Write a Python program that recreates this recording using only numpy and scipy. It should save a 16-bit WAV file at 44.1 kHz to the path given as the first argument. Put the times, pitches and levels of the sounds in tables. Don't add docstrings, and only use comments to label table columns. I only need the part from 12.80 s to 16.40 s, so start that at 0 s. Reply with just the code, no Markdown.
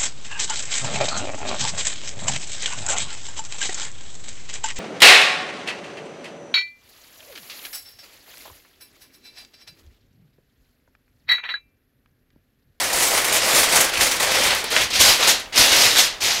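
import sys
import numpy as np
from scipy import signal
from scipy.fft import rfft, irfft, next_fast_len
from scipy.io import wavfile
from scipy.ndimage import uniform_filter1d, map_coordinates

SR = 44100
rng = np.random.default_rng(int(sys.argv[2]) if len(sys.argv) > 2 else 0)


def int16_out(signal):
    q = np.round(np.clip(np.atleast_2d(signal).T, -1, 1) * 32767)
    wavfile.write(sys.argv[1], SR, q.astype(np.int16))


def ratio(d):
    e = np.asarray(d, float) / 20
    return 10 ** e


N = 158760


def unit(x):
    return x / np.sqrt(np.mean(x ** 2) + 1e-20)


def along(points, hz):
    f, v = np.transpose(points)
    return np.interp(np.log(hz + 1), np.log(f + 1), v)


def wobble(rate):
    knots = rng.standard_normal(int(N * rate / SR) + 4)
    return map_coordinates(knots, [np.arange(N) * rate / SR])


def coloured(x, spectrum):
    m = next_fast_len(N + 8192)
    gain = ratio(along(spectrum, np.fft.rfftfreq(m, 1 / SR)))
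    return unit(irfft(rfft(x, m) * gain, m)[:N])


def effort():
    # time in seconds, effort in dB,
    # crimped over loose foil in dB, edge brightness in dB.
    spread = [
        [(0.0, -22, -7, 4), (0.12, -26, -17, -3), (0.135, -23, -15, 1), (0.238, -21.5, -4, 7.3),
         (0.3, -25, -8, 4)],
        [(0.31, -24.5, -18, 4), (0.39, -19.5, -26, 1.5), (0.43, -28.5, -5, -2), (0.496, -24, -16, -6),
         (0.568, -18, -11, 4.5), (0.61, -28, 7, -4)],
        [(0.62, -19.5, -15, -4.5), (0.792, -17.5, -5, 4.5), (0.846, -23.5, -3, 4), (0.88, -21, -11, -11)],
        [(0.89, -24, 3, 0.5), (0.968, -17.5, -15, 2.5), (1.096, -28, -11, -6), (1.11, -52, 1, -8)],
    ]
    tuck = [
        [(1.12, -31, 2, -16), (1.138, -22.5, -5, -5), (1.158, -25, -13, -13), (1.203, -24.5, -5, -2)],
        [(1.21, -17, 1.5, 2), (1.24, -22, -1, 6), (1.3, -25.5, -3, -2.5), (1.374, -28, -4, -1),
         (1.39, -28, -9, -26)],
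        [(1.395, -27, -19, -11), (1.399, -24, -2.5, -8.5), (1.683, -20.5, 0, -2), (1.69, -20.5, -2, -6)],
        [(1.7, -25, -3, -12), (1.706, -19, -2, -8), (1.81, -31, -1, 1), (1.835, -32, -5, -19),
         (1.89, -37, 10, -24)],
        [(1.9, -36, 4, 1), (1.918, -22.5, -2.5, -6), (2.034, -26, 4, -1), (2.09, -40, -5, -11)],
    ]
    fold = [
        [(2.1, -39, 6.9, -5), (2.122, -37.5, 9.8, -6), (2.162, -29, 11.5, 3), (2.184, -34.5, 12.5, 1),
         (2.196, -26.5, 8.4, 5)],
        [(2.202, -23, 8.7, 9), (2.23, -23, 6.4, 6), (2.302, -18.5, 4.5, 4), (2.39, -33.5, 6.8, 2.5)],
        [(2.4, -22, 1.6, -10), (2.465, -23.5, 3.1, -0.5), (2.498, -25.5, 10.3, 11.5), (2.53, -32.5, 10.5, 5),
         (2.62, -52, 9.5, -2), (2.72, -81, 6, 1)],
    ]
    crimp = [
        [(2.724, -38, 3.8, -20), (2.78, -22.5, 7.9, 8.2), (2.91, -23.5, 4.9, 1)],
        [(2.915, -24.5, 9.1, 3.1), (3.033, -21, 5.4, 4.1), (3.14, -30, 7.8, 2.6)],
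        [(3.15, -23.5, 4.1, -1.5), (3.192, -25, 9.2, 11), (3.272, -37, 10.8, 6), (3.3, -41, 8, -6),
         (3.4, -52.5, 6, -14)],
        [(3.406, -40, 11, 3), (3.432, -32, 10, 7), (3.48, -29.5, 9.8, 4.9), (3.6, -40.5, 15.2, 1)],
    ]
    rows = np.concatenate([np.array(move) for move in (*spread, *tuck, *fold, *crimp)])
    s, *columns = rows.T
    order = np.argsort(s)
    return [np.interp(np.arange(N) / SR, s[order], column[order]) for column in columns]


def pops():
    count, cycles = 24000, 1.66
    size_scatter_db, clump_db, hiss_db = 2, 0.57, 0
    when, pitch, size, life = rng.random((count, 4)).T
    hz = 250 * 64 ** pitch
    t = np.arange(160) / SR
    decay = np.pi * hz / (cycles * (1.3 + life * 2))
    ring = np.sin(2 * np.pi * hz[:, None] * t) * np.exp(-t * decay[:, None])
    ring *= (hz * ratio(-size_scatter_db * np.log(1.01 - size)))[:, None]
    at = (when * N).astype(int)[:, None] + np.arange(len(t))
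    crackle = unit(np.bincount(at.ravel(), ring.ravel(), N + len(t))[:N])
    clumps = ratio(clump_db * (0.5 * wobble(60) + wobble(300)))
    return clumps * (crackle + ratio(hiss_db) * rng.standard_normal(N))


def patchy(x):
    patch_db, from_hz = 1.03, 400
    hz, _, z = signal.stft(x, SR, nperseg=256)
    field = uniform_filter1d(rng.standard_normal(z.shape), size=5, axis=0)
    field = uniform_filter1d(field, size=9, axis=1)
    colour_db = patch_db * unit(field) * np.minimum(hz / from_hz, 1)[:, None]
    return signal.istft(z * ratio(colour_db), nperseg=256)[1][:N]


def flurries():
    # start in seconds, peak in
    # dB, t60 in seconds, edge brightness in dB.
    folds_giving_way = [(0.0994, -15, 0.16, -3), (0.1283, -11.5, 0.14, 12), (0.1994, -15, 0.1, 3),
                        (0.2249, -16, 0.12, 8), (0.269, -4, 0.088, 3), (0.3044, -8.5, 0.13, 2),
                        (0.3394, -14, 0.12, 3), (0.3744, -14, 0.16, -2), (0.4144, -12.5, 0.12, 9),
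                        (0.443, -6, 0.1, 12), (0.4774, -10, 0.13, 6), (0.5234, -7, 0.16, 9),
                        (0.5644, -14, 0.11, -1), (0.6194, -18, 0.13, -3), (0.6794, -26, 0.14, -9),
                        (0.751, -6.5, 0.089, 6), (0.7794, -12, 0.12, 3), (0.8294, -3.5, 0.14, 8),
                        (0.922, -1.5, 0.11, 4), (0.9555, 0, 0.15, 3), (1.0044, -3, 0.13, 12.5),
                        (1.044, -3.5, 0.1, -3), (1.0914, -10.5, 0.079, 9), (1.1354, -17, 0.12, 5),
                        (1.1714, -15, 0.12, 9), (1.1894, -13, 0.12, 3), (1.2244, -10, 0.1, 3),
                        (1.2594, -15, 0.17, 14), (1.312, -5.5, 0.11, 10), (1.3634, -13, 0.1, 3),
                        (1.3992, -7, 0.14, 11), (1.426, -4.5, 0.078, 13), (1.4694, -32, 0.12, -2),
                        (1.5136, -5, 0.12, 4), (1.5444, -10, 0.23, 0), (1.6344, -12, 0.092, 12),
                        (1.6594, -16, 0.12, 12), (1.7474, -28, 0.059, 9), (1.7794, -18, 0.12, 0),
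                        (1.8404, -10, 0.12, -3), (1.9031, -11, 0.15, -2), (1.9394, -17, 0.09, 6),
                        (1.9629, -3, 0.15, -5), (2.011, -6, 0.094, 7), (2.1031, -10, 0.12, 3),
                        (2.1321, -4, 0.12, 5), (2.1904, -14, 0.11, 3), (2.2084, -3, 0.11, 18),
                        (2.2494, -2, 0.16, 0), (2.4034, -12, 0.14, -2), (2.4264, -1, 0.088, -4),
                    (2.472, 4.5, 0.089, 4), (2.5974, -14, 0.13, 3), (2.7247, -22, 0.11, 0),
                    (2.7474, -15, 0.12, 0), (2.758, -4, 0.095, -1), (2.7781, -7, 0.053, -2),
                    (2.8385, 4.5, 0.057, 3), (2.9228, -4, 0.14, 5), (3.0494, -1, 0.1, 3),
                    (3.1664, -3, 0.085, 3), (3.1834, 0, 0.096, 3), (3.2144, -21, 0.08, -2),
                    (3.4072, -22, 0.12, 0), (3.4196, -12, 0.12, -2), (3.4694, -16, 0.08, 8)]
    level_db, rise_s = -17, 0.0019
    edge_haste = 1.35
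    gain, t = np.zeros((2, N + SR)), np.arange(SR // 4) / SR
    for s, db, t60, bright_db in (*folds_giving_way,):
        fall_db = -60 * t / max(t60, 0.02)
        rush = ratio([fall_db, bright_db + edge_haste * fall_db])
        onset = 1 - np.exp(-t / rise_s)
        gain[:, round(s * SR):][:, :len(t)] += ratio(db + level_db) * onset * rush
    return gain[:, :N]


def foil(effort_db, crimp_db, bright_db):
    # frequency in Hz, level in dB per Hz.
    loose_colour = [(88, -61), (150, -17), (381, -8.5), (520, -1), (1600, -4), (2150, -2), (3160, -5.5),
                    (9390, -7), (15600, -17)]
    # frequency in Hz, level in dB per Hz.
    tight_colour = [(88, -53), (150, -11.5), (500, -1.5), (1200, -3), (2200, 2.5), (4400, 4), (6500, -0.5),
                    (9000, -12.5), (13000, -12.5), (15600, -33)]
    # resonance in Hz, width in Hz, lift in dB.
    pan_air = [(523, 15, 6), (1970, 163, 3)]
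    level_db = -1.5
    edge_hz = 7140
    body_hz, thinning = 595, 0.85
    steady_thinning = 0.31

    f = np.fft.rfftfreq(N, 1 / SR)
    hollow = ratio(sum(db / (1 + (2 * (f - hz) / width) ** 2) for hz, width, db in pan_air))
    loose = irfft(rfft(coloured(pops(), loose_colour)) * hollow, N)
    both = patchy(loose + ratio(crimp_db) * coloured(pops(), tight_colour))
    edge = irfft(rfft(both) / (1 + (edge_hz / (f + 1)) ** 3), N)
    body = irfft(rfft(both) / (1 + (f / body_hz) ** 4), N)

    rush, rush_edge = flurries() / np.hypot(1, 1.6 * ratio(crimp_db))
    steady = ratio(effort_db + level_db)
    lost_body = (1 - ratio(-thinning * np.maximum(crimp_db, 0))) * body
    main = (steady + rush) * (both - edge)
    bright = (steady * ratio(bright_db) + rush_edge) * edge
    return main + bright - (rush + steady_thinning * steady) * lost_body


def snaps():
    # start in seconds, peak in dB, pitch in Hz.
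    creases = [(0.2244, -4, 1820), (0.4476, 2, 1870), (1.0054, -4, 1850), (1.1372, 0, 2150),
               (1.1547, 2, 2420), (1.173, 3, 2330), (1.313, -3, 2590), (1.3992, -4, 3550),
               (1.7064, 7.5, 3200), (1.749, -2.5, 11000), (1.8412, -6, 10000), (1.9035, -10, 11000),
               (1.9639, 10.5, 2420), (2.0102, -1, 2470), (2.1035, -8, 7500), (2.2284, -4, 6340),
               (2.598, -13, 9000), (2.724, -18, 2110), (2.7593, 2, 5330), (2.7772, 12, 4240),
               (2.845, 0, 4450), (2.949, -1, 3800), (3.1592, 2.5, 1800), (3.4075, -11, 5470)]
    level_db, t60_s, rise_s = -10.5, 0.012, 0.00095
    pitch_width, skirt = 0.32, 0.26
    out, t = np.zeros(N + SR), np.arange(SR // 20) / SR
    f = np.fft.rfftfreq(len(t), 1 / SR)
    for s, db, hz in creases:
        peak = np.exp(-(np.log((f + 1) / hz) / pitch_width) ** 2)
        broad = skirt * (f > 300) * (f < 2 * hz)
        crack = irfft(rfft(rng.standard_normal(len(t))) * (peak + broad), len(t))
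        envelope = ratio(db + level_db - 60 * t / t60_s) * (1 - np.exp(-t / rise_s))
        out[round(s * SR):][:len(t)] += envelope * unit(crack)
    return out[:N]


def tail(x, decay, delay_s):
    delayed = np.pad(x, (int(delay_s * SR), 0))[:N]
    hz, t, z = signal.stft(delayed, SR, nperseg=256)
    keep = ratio(-120 * t[1] / np.maximum(along(decay, hz), 0.01))
    power = uniform_filter1d(np.abs(z) ** 2, size=3, axis=0)
    stored = np.array([signal.lfilter([1 - k], [1, -k], p) for k, p in zip(keep, power)])
    noise = signal.stft(rng.standard_normal(N), SR, nperseg=256)[2]
    gain = np.sqrt(np.abs(stored) / np.mean(np.abs(noise) ** 2))
    return signal.istft(noise * gain, SR, nperseg=256)[1][:N]


def shimmer(dry):
    # frequency in Hz, t60 in seconds.
    sheet_ringing = [(300, 0.092), (3000, 0.21), (12000, 0.027)]
    return ratio(-4.5) * tail(dry, sheet_ringing, delay_s=0.0015)


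def thuds(effort_db):
    # frequency in Hz, level in dB per Hz.
    counter_colour = [(13, -30), (22, 4), (111, 4), (181, -5), (300, -1.5), (390, -3), (660, -120)]
    # start in seconds, peak in dB.
    landings = [(0.499, -35), (1.162, -28), (1.219, -30), (1.649, -31), (1.999, -28), (2.119, -31),
                (2.195, -23), (2.279, -29), (2.782, -18), (2.899, -32), (3.039, -35), (3.168, -45),
                (3.427, -38)]
    level_db, growth, uneven_db = -46.5, 0.23, 2.2
    bump_db, rise_s, fall_s = -0.5, 0.015, 0.023
    gain = ratio(level_db + growth * (effort_db - effort_db.max()) + uneven_db * wobble(5.9))
    for s, db in landings:
        t = np.maximum(np.arange(N) / SR - s, 0)
        gain = gain + ratio(db + bump_db) * (1 - np.exp(-t / rise_s)) * np.exp(-t / fall_s)
    return gain * coloured(rng.standard_normal(N), counter_colour)


def kitchen(sheet):
    # frequency in Hz, t60 in seconds.
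    room_decay = [(200, .4), (700, 0.77), (2000, 0.52), (4500, 0.31), (8000, 0.26), (13000, 0.14)]
    return ratio(-8.5) * tail(sheet, room_decay, delay_s=0.0095)


def room_tone():
    # frequency in Hz, level in dB per Hz.
    air_colour = [(15, -34), (25, 3.5), (120, -12), (500, -9), (3500, -23), (15500, -31)]
    return ratio(-47) * coloured(rng.standard_normal(N), air_colour)


def scene():
    effort_db, crimp_db, bright_db = effort()
    dry = foil(effort_db, crimp_db, bright_db) + snaps()
    sheet = dry + shimmer(dry)
    return (sheet + kitchen(sheet) + thuds(effort_db) + room_tone())[None]


def top_cut(x):
    return signal.sosfilt(signal.butter(12, 15700, fs=SR, output="sos"), x)


def record(dry):
    top_hz = 15780
    held = dry / (1 + np.abs(dry / 0.9) ** 5) ** (1 / 5)
    limited = irfft(rfft(held) * (np.fft.rfftfreq(N, 1 / SR) < top_hz), N)
    return top_cut(limited)


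dry = scene()
out = record(dry)
int16_out(out)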